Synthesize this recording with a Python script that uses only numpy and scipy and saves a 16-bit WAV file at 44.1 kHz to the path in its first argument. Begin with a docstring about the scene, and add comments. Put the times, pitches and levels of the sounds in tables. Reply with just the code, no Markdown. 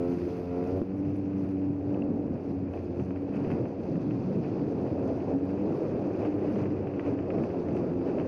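"""A two-stroke watercraft runs fast over open water, heard from a sealed plastic case on the bow. Crank, firing
and pump tones drone through the hull under the bark of the exhaust, and something loose knocks once a turn.
Wind buffets the case, the hull booms in short low notes, spray hisses, and drops tick on its walls. The hull
lands with a thud and later slaps the water once more. Gain control rides the loudest moments."""
import sys
import numpy as np
from scipy import signal
from scipy.fft import rfft, irfft, next_fast_len
from scipy.io import wavfile
from scipy.ndimage import uniform_filter1d

SR = 44100
rng = np.random.default_rng(int(sys.argv[2]) if len(sys.argv) > 2 else 0)


def file_out(sig):
    """Save sig as 16-bit WAV at sys.argv[1]."""
    # one column per channel
    cols = np.atleast_2d(sig).T
    # limit, then scale
    lim = np.clip(cols, -1, 1)
    pcm = np.round(lim * 32767).astype(np.int16)
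    wavfile.write(sys.argv[1], SR, pcm)


N = 364707

# the engine's ride: t/s, crank speed/Hz, crank shake/dB, firing/dB, three-blade pump/dB
ENGINE = [(0.0, 86, -54, -49, -36), (0.13, 88.1, -44.5, -35, -31), (0.2, 88.25, -43.5, -41.5, -40),
          (0.35, 88.6, -47, -39, -40), (0.48, 88.26, -45, -45.5, -41), (0.57, 88.54, -48, -38, -34),
          (0.67, 89.7, -54.5, -42.5, -34), (0.75, 93.7, -36, -38, -31.5), (0.84, 94.9, -43, -42, -38),
          (0.92, 95.5, -52, -39.5, -35.5), (1.0, 97, -41, -43.5, -32.5), (1.35, 96.9, -41, -41, -31.5),
          (1.47, 95.33, -40, -40, -33), (1.65, 95.4, -41, -41.5, -29), (1.82, 96.6, -40, -56, -33),
          (1.95, 96, -46.5, -45, -34), (2.2, 95.52, -45, -53, -32.5), (2.4, 92.9, -47, -52, -47),
          (2.58, 92.8, -41, -36, -34), (2.72, 93.1, -45, -54, -36), (2.8, 88.9, -37.5, -55, -54),
          (2.96, 87.2, -49, -41, -45), (3.06, 91.36, -40, -40, -46.5), (3.2, 94.5, -41, -51, -33),
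          (3.33, 95.2, -47, -36.5, -40), (3.5, 94.74, -45, -45, -37.5), (3.75, 93.94, -49.5, -53.5, -48.5),
          (4.06, 91.05, -64, -45, -43.5), (4.62, 93, -58, -46.5, -43.5), (4.95, 90, -45, -47, -37.5),
          (5.25, 90.5, -44.5, -45, -44.5), (5.46, 93.37, -43, -37.5, -30), (5.63, 99.7, -45, -37, -37),
          (5.86, 103.6, -51, -53, -45), (6.05, 97.97, -48, -38, -39), (6.3, 99.1, -40.5, -50.5, -33),
          (6.55, 99.6, -47, -35, -38.5), (6.76, 98.05, -37.5, -44.5, -39.5),
          (6.98, 96.6, -51.5, -41.5, -41.5), (7.08, 95.1, -41, -54, -29.5), (7.3, 91.5, -49, -44, -52.5),
          (7.5, 87.8, -42.5, -41.5, -45), (7.75, 89, -48.5, -46.5, -44.5),
          (8.27, 88.45, -47.5, -43.5, -36.5)]
# sheets of spray thrown on the case: t/s, half length/s, rise/dB
SPLASHES = [(2.759, 0.025, 0), (3.353, 0.024, 6), (3.457, 0.027, 1.5), (3.516, 0.016, 4), (4.44, 0.087, 5),
            (6.257, 0.026, 3.5), (6.6, .04, 1), (7.07, 0.063, 4.5), (7.44, 0.022, 2.5), (8.088, 0.037, 5.5),
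            (8.2, 0.024, 3)]


def gain_of(db):
    """Decibels to amplitude."""
    return 10 ** (np.asarray(db) / 20)


def unit_rms(x):
    """Scales to rms 1."""
    return x / np.sqrt(np.mean(x ** 2) + 1e-20)


def curves(rows):
    """One automation curve, sample by sample, for each column after the time."""
    s, *rest = np.transpose(rows)
    return [np.interp(np.arange(N) / SR, s, column) for column in rest]


def swells(s, half_s, db):
    """A sum of bell-shaped level moves in dB, one for each event."""
    t = np.arange(0, N + 64, 64) / SR
    bells = db * np.exp(-((t[:, None] - s) / half_s) ** 2)
    return np.interp(np.arange(N) / SR, t, bells.sum(axis=1))


def wander(hz):
    """Random modulation of rms 1, moving up to about hz times a second."""
    steps = np.arange(0, N + 32, 32)
    slow = signal.sosfilt(signal.butter(2, hz, fs=SR / 32, output="sos"), rng.standard_normal(len(steps)))
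    return np.interp(np.arange(N), steps, unit_rms(slow))


def noise(spectrum, size, patchy_db, patch_hz, patch_s):
    """Coloured noise of rms 1, mottled with louder and softer patches in time and frequency."""
    hop, hz = size // 4, np.fft.rfftfreq(size, 1 / SR)
    real, imag, patches = rng.standard_normal((N // hop + 5, len(hz), 3)).T
    patches = uniform_filter1d(patches, max(1, round(patch_hz / hz[1])), 0)
    patches = unit_rms(uniform_filter1d(patches, max(1, round(patch_s * SR / hop)), 1))
    f, db = np.transpose(spectrum)
    colour_db = np.interp(np.log(hz + 1), np.log(f + 1), db, left=-120, right=-120)
    frames = (real + 1j * imag) * gain_of(colour_db[:, None] + patchy_db * patches)
    return unit_rms(signal.istft(frames, nperseg=size, noverlap=size - hop)[1][:N])


def split(x, hz):
    """A brick-wall crossover: the parts below and above hz."""
    size = next_fast_len(len(x))
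    spectrum = rfft(x, size)
    spectrum[round(hz * size / SR):] = 0
    low = irfft(spectrum, size)[:len(x)]
    return low, x - low


def impulses(hits):
    """One single-sample hit for each (t/s, level/dB)."""
    out = np.zeros(N)
    for s, db in hits:
        out[round(s * SR)] = gain_of(db)
    return out


def ring(modes, contact_s):
    """A struck body's decaying modes, peak 1; longer contact dulls the blow."""
    t = np.arange(2000) / SR
    x = sum(gain_of(db) * np.exp(-np.pi * width * t) * np.sin(2 * np.pi * hz * t)
            for hz, width, db in modes)
    x = np.convolve(x, signal.windows.gaussian(61, contact_s * SR))
    return x / abs(x).max()


def crank():
    """Running count of crankshaft turns, slightly uneven in speed."""
    return np.cumsum(curves(ENGINE)[0] * (1 + 0.0039 * wander(13.4))) / SR


def engine(turns):
    """Crank, pump and exhaust orders as sines; a ringing lag from order to order shapes each bark."""
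    # exhaust, open to the air until the hull lands: t/s, order 4/dB, bark/dB, orders 6 and 7/dB
    exhaust = [(0.0, -37, -39.5, -38), (0.07, -34.5, -40.5, -39), (0.14, -36.5, -43, -58),
               (0.22, -36.5, -60, -68), (0.28, -34.5, -47, -44), (0.33, -54, -43, -53),
               (0.4, -41, -47, -48), (0.46, -52, -48.5, -45), (0.52, -42, -42, -46), (0.58, -41, -41, -44),
               (0.7, -39, -40.5, -42), (0.78, -37, -45, -38.5), (0.85, -47.5, -55.5, -55),
               (2.7, -52, -58.5, -59.5), (2.98, -37, -54.5, -56), (3.12, -56, -59, -61),
               (5.2, -50.5, -55, -54.5), (6.0, -50, -52.5, -55), (6.7, -49, -59, -60),
               (7.3, -59, -58.5, -55), (7.7, -35.5, -61, -58), (7.85, -49, -54, -59),
               (8.0, -33.5, -49, -53), (8.27, -60, -60, -60)]
    # overtones of the bark: multiple of crank speed, relative level/dB
    bark_orders = [(5, 5), (8, -7.5), (9, -16), (10, -20), (11, -18.5), (12, -24.5), (13, -26.5),
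                   (15, -23.5), (16, -26), (18, -34), (20, -38), (22, -33.5)]
    # orders 6 and 7: multiple of crank speed, relative level/dB
    middle_orders = [(6, -0.5), (7, -8)]
    _, shake_db, firing_db, pump_db = curves(ENGINE)
    fourth_db, bark_db, middle_db = curves(exhaust)
    chop_from_s, lag_rad = 2.2, 0.3
    # in choppy water the pump gulps air and its tone breaks up
    gulp_db = 4.5 * wander(14) * np.clip(np.arange(N) / SR - chop_from_s, 0, 1)
    low_db = [shake_db + 2.2 * wander(12),  # the first two orders flutter as the hull skips
              firing_db + 2.2 * wander(12),
              pump_db + 0.76 * wander(3.2) + gulp_db,
              fourth_db + 1.4 * wander(12)]
    # order, level/dB, phase waver/rad: no two firings ring alike
    orders = [(k + 1, db, 0.27 * wander(21)) for k, db in enumerate(low_db)]
    orders += [(k, bark_db + db + 0.71 * wander(6.2), 0.3 * wander(9.5)) for k, db in bark_orders]
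    orders += [(k, middle_db + db + 0.79 * wander(3), 0.3 * wander(13)) for k, db in middle_orders]
    return sum(np.sqrt(2) * gain_of(db) * np.cos(2 * np.pi * k * turns - lag_rad * k ** 2 + waver)
               for k, db, waver in orders)


def airflow():
    """Levels of buffeting and rush in dB: a slow ride, strong gusts and small random ones."""
    # wind on the case: t/s, buffeting/dB, rush/dB
    levels = [(0.0, -39.5, -45.5), (0.15, -40, -43.5), (0.28, -39, -40), (0.48, -43, -42),
              (0.62, -39.5, -38), (0.76, -39, -39.5), (0.87, -38.5, -42), (1.78, -40, -40.5),
              (1.92, -34, -35.5), (2.33, -32.5, -38), (2.42, -46, -40.5), (2.8, -39.5, -40),
              (3.24, -43, -40), (3.38, -31.5, -34), (3.6, -39, -31.5), (3.76, -40.5, -39),
              (3.95, -31.5, -36), (4.35, -31.5, -36), (5.1, -35.5, -32.5), (5.5, -37, -34),
              (5.75, -34.5, -32.5), (6.6, -36.5, -32.5), (6.9, -38, -35), (7.3, -39, -34),
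              (8.27, -35, -32.5)]
    # gusts and lulls: t/s, buffeting change/dB, rush change/dB
    gusts = [(0.12, 7, 6.5), (1.42, 0.5, 2.5), (1.71, 5.5, -0.5), (1.95, 2.5, 1.5), (2.12, 3.5, 1.5),
             (2.36, 4, 2), (2.5, 12.5, 3), (2.62, 10, 0.5), (2.75, -4, 6), (3.009, 11.5, 1.5),
             (3.53, 7, 2.5), (3.62, -3.5, -3), (4.11, 4, -1), (4.359, 3, 1.5), (4.849, 3.5, 2.5),
             (5.07, 1.5, 2.5), (5.331, 4, 3), (5.72, 3.5, 1.5), (6.23, 4.5, 4), (6.6, 2, 3.5),
             (7.09, 8, 5.5), (7.37, 3.5, 4.5), (7.42, 9, 4), (7.76, 4, 4), (7.879, 2, 2),
             (7.95, -2.5, -2.5), (8.08, -4, 2), (8.2, 4.5, 1.5)]
    half_s = 0.038
    buffet_db, rush_db = curves(levels)
    s, buffet_change_db, rush_change_db = np.transpose(gusts)
    return (buffet_db + swells(s, half_s, buffet_change_db) + 1.4 * wander(7.4),
            rush_db + swells(s, half_s, rush_change_db) + 0.14 * wander(8.2))


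def wind(buffet_db, rush_db, flutter_db):
    """Lumpy pressure on the walls of the case, and the rush of air and water along them."""
    # colour of the buffeting: f/Hz, relative density/dB
    buffet_colour = [(15, -40.5), (30, -20.5), (60, -18.5), (80, -15), (110, -1.5), (160, -2.5), (230, 0),
                     (300, -3), (420, -14)]
    # colour of the rush: f/Hz, relative density/dB
    rush_colour = [(170, -28.5), (240, -11), (300, -0.5), (400, -2), (500, -5.5), (700, -13.5),
                   (1080, -27.5), (2000, -43), (2600, -69)]
    buffeting = noise(buffet_colour, size=2048, patchy_db=1, patch_hz=100, patch_s=0.06)
    rumble, lumps = split(buffeting, hz=107)
    rush = noise(rush_colour, size=1024, patchy_db=1.43, patch_hz=400, patch_s=0.03)
    rest_db = -33.5
    rumble_db = rest_db + 0.32 * (buffet_db - rest_db)  # follows the buffeting only a little
    return (gain_of(rumble_db) * rumble + gain_of(buffet_db) * lumps
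            + gain_of(rush_db + 0.22 * flutter_db) * rush)


def spray(surge_db, flutter_db):
    """A fine wash with small drops ticking on the case; large drops strike and break into droplets."""
    # modes of the case: f/Hz, width/Hz, level/dB
    case_modes = [(2440, 570, -2.5), (1310, 1200, 2.5), (600, 3300, -3)]
    # colour of the wash: f/Hz, relative density/dB
    wash_colour = [(530, -30.5), (900, -6), (1690, -13), (1980, -13), (2350, -13.5), (2600, -8.5),
                   (2800, -18), (3050, -21), (3960, -55.5), (6710, -120)]
    # fine spray on the case: t/s, level/dB
    fine_level = [(0.0, -57), (0.57, -59), (0.87, -61.5), (1.5, -61.5), (1.81, -64.5), (3.15, -62),
                  (3.49, -59), (3.7, -61.5), (5.08, -60), (5.7, -59), (6.48, -56), (6.78, -58),
                  (8.27, -59.5)]
    # large drops: t/s, strength/dB
    large_drops = [(1.944, -32), (2.6762, -46), (2.7369, -33), (2.7734, -35), (2.8692, -50), (2.9291, -48),
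                   (2.997, -33), (3.1067, -34), (3.1597, -37), (3.1709, -37.5), (3.335, -37), (3.34, -42),
                   (3.3466, -39), (3.3626, -35), (3.3921, -44), (3.412, -45), (3.447, -32), (3.469, -36),
                   (3.5025, -26), (3.5155, -31), (3.525, -43), (3.5731, -44), (3.6544, -34), (3.955, -35),
                   (4.1081, -29.5), (4.446, -35), (5.203, -36), (6.235, -50), (6.2505, -29), (6.4998, -32),
                   (6.5584, -34), (6.637, -33), (6.656, -29), (6.871, -35), (6.937, -33), (6.995, -23),
                   (7.189, -31), (7.303, -22.5), (7.383, -31), (7.4364, -30.5), (7.502, -34), (7.6847, -34),
                   (7.767, -30), (8.0687, -42), (8.1844, -28), (8.198, -26), (8.217, -36)]
    wall_hz, drops_per_s = 2950, 300
    wall = signal.butter(7, wall_hz, fs=SR, output="sos")  # the wall muffles each blow
    tick = signal.sosfilt(wall, ring(case_modes, contact_s=0.00005))
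    small = gain_of(1.2 * np.minimum(rng.exponential(1, N), 5)) * (rng.random(N) < drops_per_s / SR)
    patter = unit_rms(signal.oaconvolve(small * rng.choice([-1, 1], N), tick)[:N])
    wash = noise(wash_colour, size=512, patchy_db=1.5, patch_hz=1412, patch_s=0.012)
    fine_db = curves(fine_level)[0] + swells(*np.transpose(SPLASHES)) + 0.4 * surge_db + 0.74 * flutter_db
    fine = gain_of(fine_db) * (gain_of(-1.75) * wash + gain_of(-1.5) * patter)
    large = impulses(large_drops)
    strikes = signal.oaconvolve(large, tick)[:N]
    t = np.arange(3000) / SR
    droplets = wash * signal.oaconvolve(large, np.exp(-t / 0.005) - np.exp(-t / 0.0011))[:N]
    return fine + gain_of(-2.5) * strikes + gain_of(-18) * droplets


def sheen_flicker():
    """Level of the top band against the hiss in dB: it flickers and now and then dips."""
    # trim of the top band: t/s, level/dB
    trim = [(0.0, -13), (0.4, -13), (1.0, -13), (3.4, -14.5), (4.0, -19.5), (4.7, -17.5), (8.0, -17.5)]
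    # brief dips: t/s, length/s
    dips = [(1.27, .1), (2.09, 0.054), (2.65, .12), (3.13, 0.049), (3.28, 0.057), (3.76, 0.058),
            (4.54, 0.14), (5.44, .04), (6.04, .04), (7.22, 0.14)]
    s, length_s = np.transpose(dips)
    return curves(trim)[0] + swells(s, length_s / 2, db=-8.5) + wander(6)


def knocking(turns):
    """Something loose knocks once a turn: a short lift of the hiss, in dB."""
    # spells of harder knocking: t/s, half length/s, rise/dB
    spells = [(.14, .03, 6), (0.37, .015, 8), (.425, .012, 3), (0.558, 0.035, 2.5), (0.698, .04, 6),
              (.99, .02, 7), (1.085, .025, 3.5), (1.16, .035, 5), (1.39, .04, 4), (1.474, 0.029, 6.5),
              (2.797, .04, 5), (3.0, .03, 6), (3.071, .04, 6), (3.22, 0.029, 7)]
    width_turns = 0.1
    force_db = 5 * np.clip(wander(8) + 0.5, 0, 1.5) + swells(*np.transpose(spells))
    return force_db * np.exp(-((turns % 1 - 0.5) / width_turns) ** 2)


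def rattling_hiss(turns, surge_db, flutter_db):
    """Treble hiss shaken by each firing and knock, lifted by surges and splashes, with a sheen on top."""
    # ride of the hiss: t/s, level/dB
    hiss_level = [(0.0, -68.5), (0.15, -67), (0.3, -66.5), (0.48, -70), (0.6, -71), (0.75, -69.5),
                  (0.9, -76), (1.5, -74), (1.7, -76), (2.3, -76), (2.5, -73.5), (2.68, -77), (2.8, -73),
                  (3.3, -74.5), (3.38, -72), (3.58, -71), (3.76, -72.5), (3.9, -70), (5.39, -70),
                  (5.55, -71.5), (5.76, -68.5), (6.0, -70.5), (6.62, -69.5), (6.86, -73.5), (7.07, -71),
                  (7.21, -73), (7.45, -69), (7.85, -71.5), (8.15, -70)]
    # colour of the hiss: f/Hz, relative density/dB
    hiss_colour = [(2900, -8.5), (3300, -2.5), (3800, -4.5), (4200, -2.5), (4650, 1.5), (5150, -1.5),
                   (5500, -6), (6100, -5), (6700, -11.5), (7300, -20), (8200, -24.5), (9500, -25),
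                   (11000, -40.5)]
    # colour of the top band: f/Hz, relative density/dB
    sheen_colour = [(7000, -29.5), (8000, -13.5), (9800, -9), (10300, -1), (10800, 3.5), (11300, -1.5),
                    (11800, -8), (12700, -6.5), (13000, -3), (14500, -6.5), (15200, -9.5), (15600, -39)]
    hiss_db = curves(hiss_level)[0] + 0.26 * wander(6.6)
    hiss_db += 0.5 * surge_db + 0.4 * swells(*np.transpose(SPLASHES))
    sheen_db = hiss_db + sheen_flicker()
    knock_db = knocking(turns)
    pulse_db = 0.39 * np.cos(4 * np.pi * turns) + 0.45 * flutter_db + knock_db
    dull, keen = split(noise(hiss_colour, size=256, patchy_db=1.05, patch_hz=2950, patch_s=0.02), hz=5450)
    hiss = gain_of(-0.7 * knock_db) * dull + keen  # keeps the knocks mostly in the upper band
    top = noise(sheen_colour, size=256, patchy_db=2.5, patch_hz=3140, patch_s=0.012)
    sheen, air = split(top, hz=12850)
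    landed_s = 0.82  # the very top fades once the hull has landed
    air_db = -22 * np.clip((np.arange(N) / SR - landed_s) * 20, 0, 1)
    shimmer = gain_of(sheen_db + 0.29 * pulse_db) * (sheen + gain_of(air_db) * air)
    return gain_of(pulse_db) * (gain_of(hiss_db) * hiss + shimmer)


def mist():
    """A thin bright hiss of mist in the opening moments, gone before the first second ends."""
    # colour of the mist: f/Hz, relative density/dB
    colour = [(6500, -13), (7300, -2), (9500, -2), (12000, -4.5), (15000, -5)]
    # fade of the mist: t/s, level/dB
    fade = [(0.0, -82), (0.35, -83), (0.5, -90), (0.75, -88), (0.9, -120)]
    return gain_of(curves(fade)[0]) * noise(colour, size=256, patchy_db=0.5, patch_hz=3035, patch_s=0.015)


def hull_slaps():
    """The hull rings as it lands, rebounds and later slaps the water again."""
    # modes of the hull: f/Hz, width/Hz, level/dB
    hull_modes = [(235, 40, -1), (350, 40, 0), (110, 70, -26), (1100, 600, -15), (3100, 800, -24)]
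    # slaps and a soft rebound: t/s, peak/dB, contact/s
    slaps = [(.8164, -15, .00006), (.8248, -27, .0003), (3.4726, -19, .0003)]
    out = np.zeros(N)
    for s, db, contact_s in slaps:
        thud = gain_of(db) * ring(hull_modes, contact_s)
        out[round(s * SR):][:len(thud)] += thud
    return out


def hull_booms():
    """Short low notes booming from the hull, each swelling and fading."""
    # booms: t/s, f/Hz, half length/s, level/dB
    booms = [(1.081, 148, 0.018, -31), (1.9, 131, 0.032, -45), (3.62, 122, 0.038, -32.5),
             (3.962, 166.4, 0.023, -30.5), (4.104, 300, 0.034, -29), (4.29, 189.4, 0.043, -30.5),
             (4.389, 165, 0.03, -34), (4.638, 289.8, 0.045, -31), (6.65, 129.6, 0.042, -40),
             (7.42, 223, 0.022, -31), (7.901, 168.8, 0.021, -34)]
    out = np.zeros(N)
    for s, hz, half_s, db in booms:
        t = np.arange(-3 * half_s, 3 * half_s, 1 / SR)
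        start = round((s + t[0]) * SR)
        envelope = np.sqrt(2) * gain_of(db) * np.exp(-(t / half_s) ** 2)
        out[start:start + len(t)] += envelope * np.sin(2 * np.pi * (hz * t + rng.random()))
    return out


def drop_ping():
    """One drop lands with a short clear ring."""
    at_s, peak_db, hz, width_hz = 2.0205, -39, 2698, 99
    ping = ring([(hz, width_hz, 0)], contact_s=0.000092)
    return signal.oaconvolve(impulses([(at_s, peak_db)]), ping)[:N]


def bright_ticks():
    """Single dry clicks with no bass."""
    # clicks: t/s, strength/dB
    clicks = [(4.9966, -53), (5.456, -50), (7.7646, -48), (7.9405, -60)]
    treble = signal.butter(4, [4500, 12500], "bandpass", fs=SR, output="sos")
    return signal.sosfilt(treble, gain_of(4) * impulses(clicks))


def scene():
    """The mono mix; one flutter of gusts moves wind, spray and hiss together."""
    turns, flutter_db = crank(), wander(47)
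    buffet_db, rush_db = airflow()
    surge_db = rush_db - uniform_filter1d(rush_db, SR // 2)  # the rush against its half-second average
    bed = engine(turns) + wind(buffet_db, rush_db, flutter_db)
    hisses = spray(surge_db, flutter_db) + rattling_hiss(turns, surge_db, flutter_db)
    hits = hull_slaps() + hull_booms() + drop_ping() + bright_ticks()
    return (bed + hisses + hits + mist())[None]


def record(dry):
    """Gain control evens out the loudest moments; a steep low-pass trims the top."""
    threshold_db, squeeze_share, release_db_per_s, edge_hz = -26.5, 0.55, 61.5, 15450
    power_db = 10 * np.log10(abs(uniform_filter1d(dry[0] ** 2, 300)) + 1e-12)
    fall_db = np.arange(N) * release_db_per_s / SR
    held_db = np.maximum.accumulate(power_db + fall_db) - fall_db
    over_db = np.maximum(held_db - threshold_db, 0)
    squeezed = dry / gain_of(squeeze_share * uniform_filter1d(over_db, 200))
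    return signal.sosfilt(signal.cheby2(16, 60, edge_hz, fs=SR, output="sos"), squeezed)


dry = scene()
out = record(dry)
file_out(out)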